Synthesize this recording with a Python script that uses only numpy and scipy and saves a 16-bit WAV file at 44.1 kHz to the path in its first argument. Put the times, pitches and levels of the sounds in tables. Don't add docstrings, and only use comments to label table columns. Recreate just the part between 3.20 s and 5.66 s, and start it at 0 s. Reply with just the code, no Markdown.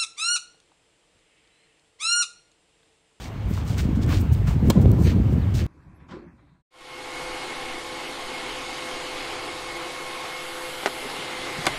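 import sys
import numpy as np
from scipy import signal
from scipy.fft import rfft, irfft, next_fast_len
from scipy.io import wavfile
from scipy.ndimage import uniform_filter1d

SR = 44100
rng = np.random.default_rng(int(sys.argv[2]) if len(sys.argv) > 2 else 0)


def digitize_waveform(pressure):
    field = np.atleast_2d(pressure).T
    bounded = np.clip(field, -1, 1)
    quanta = np.round(bounded * 32767).astype(np.int16)
    wavfile.write(sys.argv[1], SR, quanta)


def invert_db(x):
    u = np.asarray(x, float) / 20
    return 10 ** u


N = 108706

# time in seconds, deep rumble in dB, flutter above it in dB.
GUST = [(0, -38, -2), (.15, -33, -11), (.33, -25.5, -8), (.45, -26.5, -12), (.56, -23.5, -4),
        (.68, -21, -10.5), (.78, -25.5, -4), (.88, -20, -4), (1.05, -22.5, -9), (1.2, -20.5, -11.5),
        (1.4, -22, -5), (1.5, -17, 0), (1.535, -29, 0.5), (1.62, -17.5, -1), (1.85, -19, -3.5),
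        (2.05, -20.5, -3.5), (2.25, -21.5, -7.5), (2.46, -23, -7)]
# frequency in Hz, level in dB.
RUMBLE_SPECTRUM = [(20, -28), (40, -11), (60, -1), (95, -0.5), (130, -6), (200, -19), (400, -61.5)]
# frequency in Hz, level in dB.
FLUTTER_SPECTRUM = [(60, -50), (120, -6), (180, -0.5), (260, -5), (400, -14), (600, -25), (1000, -35.5),
                    (2000, -60.5)]
# start in seconds, peak in dB, pitch in Hz.
BUFFETS = [(.249, -18, 70), (0.3082, -15, 180), (.499, -15, 124), (.651, -11.5, 200), (0.689, -11.5, 242),
           (.728, -12, 196), (.771, -11, 221), (.79, -13.5, 254), (.838, -10.5, 116), (.9665, -13, 115),
           (1.026, -17, 234), (1.117, -6, 123), (1.283, -10.5, 114), (1.36, -9.5, 177), (1.428, -9.5, 190),
           (1.473, -9, 204), (1.555, -11, 240), (1.559, -10, 225), (1.564, -10, 225), (1.569, -9, 210),
           (1.573, -5, 165), (1.6, -7, 112), (1.656, -10, 280), (1.659, -8, 108.4), (1.676, -9, 133),
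           (1.692, -9.5, 122), (1.725, -13.5, 172), (1.789, -12, 108), (1.845, -9.5, 118),
           (1.866, -10.5, 111), (1.9433, -12, 200), (1.998, -12, 274), (2.015, -13, 138),
           (2.058, -10.5, 123), (2.135, -12, 170), (2.1774, -10.5, 186), (2.345, -9, 121), (2.437, -14, 90)]
# frequency in Hz, density in dB per Hz.
WASH_SPECTRUM = [(300, -21.5), (600, -22), (900, -23), (1900, -30.5), (3000, -33), (5200, -41.5),
                 (9000, -45.5), (16000, -51)]
# loudest moment, rise and fall in seconds, level in dB, centre of the grit in Hz.
SCUFFS = [(.04, 0.09, 0.061, -42.5, 3770), (.31, 0.047, 0.1, -46.5, 12000),
          (.365, 0.073, 0.094, -44.5, 3600), (.455, 0.011, 0.019, -56, 13000), (.5, 0.057, 0.1, -41, 4770),
          (.585, 0.015, 0.055, -37.5, 5970), (.58, .02, .04, -41, 1200), (.599, 0.022, 0.018, -33, 2770),
          (.645, 0.013, 0.016, -47, 4460), (.76, 0.016, 0.024, -47.5, 5000), (.83, 0.023, 0.022, -41, 3900),
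          (.912, 0.054, 0.054, -35, 1040), (.91, 0.024, .06, -37, 2100), (.955, 0.062, 0.043, -35.5, 3540),
          (.99, .03, 0.044, -46, 7000), (1.012, 0.019, 0.013, -38, 13000),
          (1.122, 0.0058, 0.018, -43, 7500), (1.137, 0.017, 0.0079, -36, 12000),
          (1.15, 0.024, 0.046, -55, 4000), (1.28, 0.025, 0.062, -38.5, 1250),
          (1.275, 0.012, 0.095, -43, 4900), (1.48, 0.05, 0.028, -46.5, 8040),
          (1.622, 0.022, 0.013, -43.5, 9000), (1.86, 0.11, 0.024, -41, 6900),
          (1.885, 0.055, 0.052, -34.5, 2440), (2.13, 0.043, 0.034, -51.5, 6460),
          (2.27, .01, .02, -61, 13000), (2.35, .014, 0.079, -36.5, 4900), (2.4, 0.042, 0.033, -37.5, 2630)]
# time in seconds, peak in dB,
# pitch in Hz.
PEBBLES = [(.03, -33, 6000), (0.058, -31, 2200), (.082, -40, 11000), (.26, -33.5, 10000), (.3, -36, 11000),
           (.312, -36, 14000), (.375, -26, 10000), (.45, -35, 14000), (.486, -35, 6000), (.313, -24, 335),
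           (.339, -23, 7100), (.377, -23, 1090), (0.414, -30, 2500), (.545, -31, 3000), (.583, -17.5, 6000),
           (.643, -32, 5000), (.752, -43, 6000), (.82, -36, 5000), (.864, -25.5, 8000), (1.013, -30, 12000),
           (1.172, -38, 10000), (1.181, -38, 9000), (1.266, -34, 12000), (1.484, -33, 9000),
           (1.791, -33, 9000), (2.349, -26, 6500), (2.441, -31, 6000), (.905, -26, 750),
           (.929, -20.5, 1150), (.973, -27, 5000), (1.116, -31, 450), (1.15, -28, 3970), (1.556, -19, 420),
           (1.565, -23, 500), (1.579, -15.5, 380), (1.599, -21, 480), (1.589, -20, 330), (1.626, -25, 594),
           (1.68, -22, 420), (1.657, -15.5, 512), (1.6585, -30, 3000), (1.699, -28, 11000),
           (1.617, -20, 13500),
    (1.7158, -20, 13000),
    (1.7165, -20, 8500),
    (1.717, -14, 14500),
]
# frequency in Hz, level in dB.
CRACK_SPECTRUM = [(300, -15), (1000, 5), (2000, -11.5), (3500, 2), (5200, -4), (8000, -1), (12000, 0),
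                  (16000, -3.5)]
STRING_HZ = [300, 550, 925, 1040, 1700, 2250, 3200, 4200, 4950, 5500, 7100]
# level in dB, time to fall 60 dB in seconds.
STRINGS = [(-10.5, 0.059), (-14.5, 0.046), (-14, 0.04), (-19.5, 0.051), (-29, 0.044), (-28, 0.037),
           (-17.5, 0.031), (-18, 0.03), (-17.5, 0.023), (-22, 0.021), (-20, 0.028)]
# delay in seconds, level in dB.
ECHOES = [
    (0.02, -21),
    (.06, -18),
    (.153, -22.5),
]
# start and length in seconds, first and last pitch in Hz, level in dB.
CHIRPS = [
    (2.194, .066, 4750, 2800, -53),
    (2.265, .025, 3500, 2950, -58),
]
# frequency in Hz, gain in dB.
MIC_RESPONSE = [(2000, 0.5), (9000, -5.5), (9700, -13), (11000, -12.5), (13000, -5.5), (15700, -5),
                (16000, -26), (16500, -34)]

STEADY_S, STEADY_SHARE = 0.038, 0.38
FLAPS_DB, FLUTTER_DB = 3.0, -1.5
BUFFET_CYCLES, BUFFET_SAG, BUFFET_DB = 2.64, 0.16, -1
BUFFET_EDGE_DB = -15
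WASH_DB = -44
WHINE_HZ, WHINE_DB = 2225, -62
GRAINS_PER_S, GRAIN_SPREAD_DB, HISS_SHARE, CLUMPS_DB = 4000, 5, 0.46, 1.0
BITE, LIFT = 1.7, 2.5
SETTLE_DB, SETTLE_S = -8.5, 0.048
GRIT_OCTAVES = 1.25
SPRAY_DB, SPRAY_TILT_DB = -10.5, -2.5
PEBBLE_CYCLES, PEBBLE_RING_DB, PEBBLE_RING_CYCLES = 0.62, -13, 4.2
HIT_S = 1.4995
CRACK_DB, CRACK_T60_S, CRACK_RISE_S = -16, 0.026, 0.00076
STRING_RISE_S = 0.0033
SNAP_DB, SNAP_HZ, SNAP_T60_S = -17, 11000, 0.016
GROUND_S, GROUND_DB, GROUND_TOP_HZ = 0.0038, 3.5, 11000
ECHO_TOP_HZ, ECHO_SMEAR_S = 1500, 0.0038
YARD_DB, YARD_T60_S, YARD_TOP_HZ = -40, 0.42, 9000
FENCE_S, FENCE_HZ, FENCE_DB, FENCE_T60_S = 0.0615, 1020, -28, 0.08
CHIRP_BEND, CHIRP_EDGE, CHIRP_SWELL_DB, CHIRP_WAVER = 1.35, 0.3, 6, 0.2
LIMIT = 0.75


def evened(x):
    return x / np.sqrt(np.mean(x ** 2) + 1e-20)


def smoothed(x, size):
    return uniform_filter1d(uniform_filter1d(x, size=size), size=size)


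def read(points, hz):
    f, value = np.transpose(points)
    return np.interp(np.log(hz + 1), np.log(f + 1), value)


def octaves_below(hz, corner_hz):
    return np.log2(np.maximum(corner_hz / (hz + 1), 1))


def add(mix, s, sound):
    at = round(s * SR)
    part = mix[max(at, 0):][:len(sound) + min(at, 0)]
    part += sound[max(-at, 0):][:len(part)]


def colour(x, db_of):
    size = next_fast_len(len(x))
    return irfft(rfft(x, size) * invert_db(db_of(np.fft.rfftfreq(size, 1 / SR))), size)[:len(x)]


def buffet(peak_db, hz):
    u = np.arange(0, BUFFET_CYCLES / hz, 1 / SR) * hz / BUFFET_CYCLES
    turn = 2 * np.pi * BUFFET_CYCLES * (u - BUFFET_SAG * u ** 2)
    swing = np.sin(turn) + invert_db(BUFFET_EDGE_DB) * (1 - u) * np.sin(2 * turn)
    return -invert_db(peak_db + BUFFET_DB) * np.sin(np.pi * u ** 0.56) ** 2 * swing


def wind():
    s, rumble_db, above_db = np.transpose(GUST)
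    t = np.arange(N) / SR
    rumble = evened(colour(rng.standard_normal(N), lambda hz: read(RUMBLE_SPECTRUM, hz)))
    power = uniform_filter1d(rumble ** 2, round(STEADY_S * SR))
    rumble = evened(rumble / (power + 0.02) ** (STEADY_SHARE / 2))
    flaps = evened(smoothed(rng.standard_normal(N), 500))
    flapping = rng.standard_normal(N) * invert_db(FLAPS_DB * np.clip(flaps, -2, 2))
    flutter = evened(colour(flapping, lambda hz: read(FLUTTER_SPECTRUM, hz)))
    flutter_gain = invert_db(FLUTTER_DB + np.interp(t, s, above_db))
    out = invert_db(np.interp(t, s, rumble_db)) * (rumble + flutter_gain * flutter)
    for start, peak_db, hz in BUFFETS:
        add(out, start, buffet(peak_db, hz))
    return out


def wash():
    size, hop = 1024, 256
    hz = np.fft.rfftfreq(size, 1 / SR)
    real, imag, patches = rng.standard_normal((N // hop + 5, len(hz), 3)).T
    patches = uniform_filter1d(uniform_filter1d(patches, size=10, axis=0), size=10, axis=1)
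    db = read(WASH_SPECTRUM, hz) - 30 * octaves_below(hz, 300)
    spectra = (real + 1j * imag) * invert_db(db[:, None] + 1.6 * evened(patches))
    return invert_db(WASH_DB) * evened(signal.istft(spectra, nperseg=size, noverlap=size - hop)[1][:N])


def whine():
    drift = evened(uniform_filter1d(rng.standard_normal(N), size=4000))
    return invert_db(WHINE_DB) * np.sin(2 * np.pi * np.cumsum(WHINE_HZ + 4 * drift) / SR)


def clay_grit():
    size = invert_db(GRAIN_SPREAD_DB * np.minimum(rng.exponential(1, N), 3))
    grains = size * (rng.random(N) < GRAINS_PER_S / SR) * rng.choice([-1., 1.], N)
    clumps = invert_db(CLUMPS_DB * evened(smoothed(rng.standard_normal(N), 150)))
    return clumps * ((1 - HISS_SHARE) * evened(grains) + HISS_SHARE * rng.standard_normal(N))


def sole_pressure(t, rise, fall):
    landing = np.cos(np.pi / 2 * t / rise).clip(0) ** BITE
    lifting = np.exp(-2 * abs(t / fall) ** LIFT)
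    settling = invert_db(SETTLE_DB) * np.exp(-abs(t) / SETTLE_S)
    return np.where(t < 0, landing, (lifting + settling) / (1 + invert_db(SETTLE_DB)))


def pebble(db, hz):
    t = np.arange(-200, 600) / SR
    knock = np.exp(-(t * hz / PEBBLE_CYCLES) ** 2 * 2)
    ring = invert_db(PEBBLE_RING_DB) * (t > 0) * np.exp(-abs(t) * hz / PEBBLE_RING_CYCLES)
    return invert_db(db) * (knock + ring) * np.cos(2 * np.pi * hz * t)


def shoes():
    grit = clay_grit()
    out = np.zeros(N)
    for k, (top, rise, fall, db, centre_hz) in enumerate(SCUFFS):
        def stroke_db(hz):
            hump = -6 * (np.log2((hz + 1) / centre_hz) / GRIT_OCTAVES) ** 2
            spray = SPRAY_DB + SPRAY_TILT_DB * np.log2(np.maximum(hz / 4000, 1))
            return np.maximum(hump, spray - 8 * octaves_below(hz, 1500))

        t = np.arange(-rise, 2 * fall + 3 * SETTLE_S, 1 / SR)
        fresh = np.roll(grit, shift=-k * N // 31)[:len(t)]
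        add(out, top - rise, invert_db(db) * sole_pressure(t, rise, fall) * evened(colour(fresh, stroke_db)))
    for s, db, hz in PEBBLES:
        add(out, s - 200 / SR, pebble(db, hz))
    return out


def surroundings(near, t):
    smear = rng.standard_normal(2000) * np.exp(-t[:2000] / ECHO_SMEAR_S)
    smeared = signal.fftconvolve(near, smear / np.linalg.norm(smear))[:len(t)]
    dull = colour(smeared, lambda hz: -6 * (hz / ECHO_TOP_HZ) ** 0.71)
    tail = evened(colour(rng.standard_normal(len(t)),
                         lambda hz: read(CRACK_SPECTRUM, hz) - 6 * (hz / YARD_TOP_HZ) ** 2))
    add(near, 0.004, invert_db(YARD_DB - 60 * t / YARD_T60_S) * np.minimum(t / 0.006, 1) * tail)
    for delay, db in ECHOES:
        add(near, delay, invert_db(db) * dull)
    fence = invert_db(FENCE_DB - 60 * t / FENCE_T60_S) * np.sin(2 * np.pi * FENCE_HZ * t)
    add(near, FENCE_S, np.minimum(t / 0.008, 1) * fence)


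def racket():
    t = np.arange(0, 0.5, 1 / SR)
    rise = np.minimum(t / CRACK_RISE_S, 1)

    def burst():
        noise = evened(colour(rng.standard_normal(len(t)), lambda hz: read(CRACK_SPECTRUM, hz)))
        return rise * noise * invert_db(CRACK_DB - 60 * t / CRACK_T60_S)

    ring = np.zeros(len(t))
    for hz, (db, t60) in zip(STRING_HZ, STRINGS):
        ring -= invert_db(db - 60 * t / t60) * np.sin(2 * np.pi * hz * t)
    ring *= np.minimum(t / STRING_RISE_S, 1)
    snap = evened(colour(rng.standard_normal(len(t)), lambda hz: -12 * octaves_below(hz, SNAP_HZ)))
    near = burst() + ring + rise * snap * invert_db(SNAP_DB - 60 * t / SNAP_T60_S)
    bounce = colour(burst(), lambda hz: -6 * (hz / GROUND_TOP_HZ) ** 2)
    add(near, GROUND_S, invert_db(GROUND_DB) * bounce)
    surroundings(near, t)
    out = np.zeros(N)
    add(out, HIT_S, near)
    return out


def bird():
    out = np.zeros(N)
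    for s, length, first_hz, last_hz, db in CHIRPS:
        u = np.arange(0, length, 1 / SR) / length
        hz = first_hz + (last_hz - first_hz) * u ** CHIRP_BEND
        waver = 1 + CHIRP_WAVER * evened(uniform_filter1d(rng.standard_normal(len(u)), size=120))
        swell = invert_db(db + CHIRP_SWELL_DB * (u - 0.5)) * np.sin(np.pi * u) ** CHIRP_EDGE
        add(out, s, waver * swell * np.sin(2 * np.pi * np.cumsum(hz) / SR))
    return out


def scene():
    return (wind() + wash() + whine() + shoes() + racket() + bird())[None]


def band_limit(x):
    return signal.sosfilt(signal.butter(12, 16520, fs=SR, output="sos"), x)


def record(dry):
    heard = colour(dry[0], lambda hz: read(MIC_RESPONSE, hz))
    limited = heard / (1 + (heard / LIMIT) ** 4) ** (1 / 4)
    finished = colour(limited, lambda hz: -60 * (hz > 16600))[None]
    return band_limit(finished)


dry = scene()
out = record(dry)
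digitize_waveform(out)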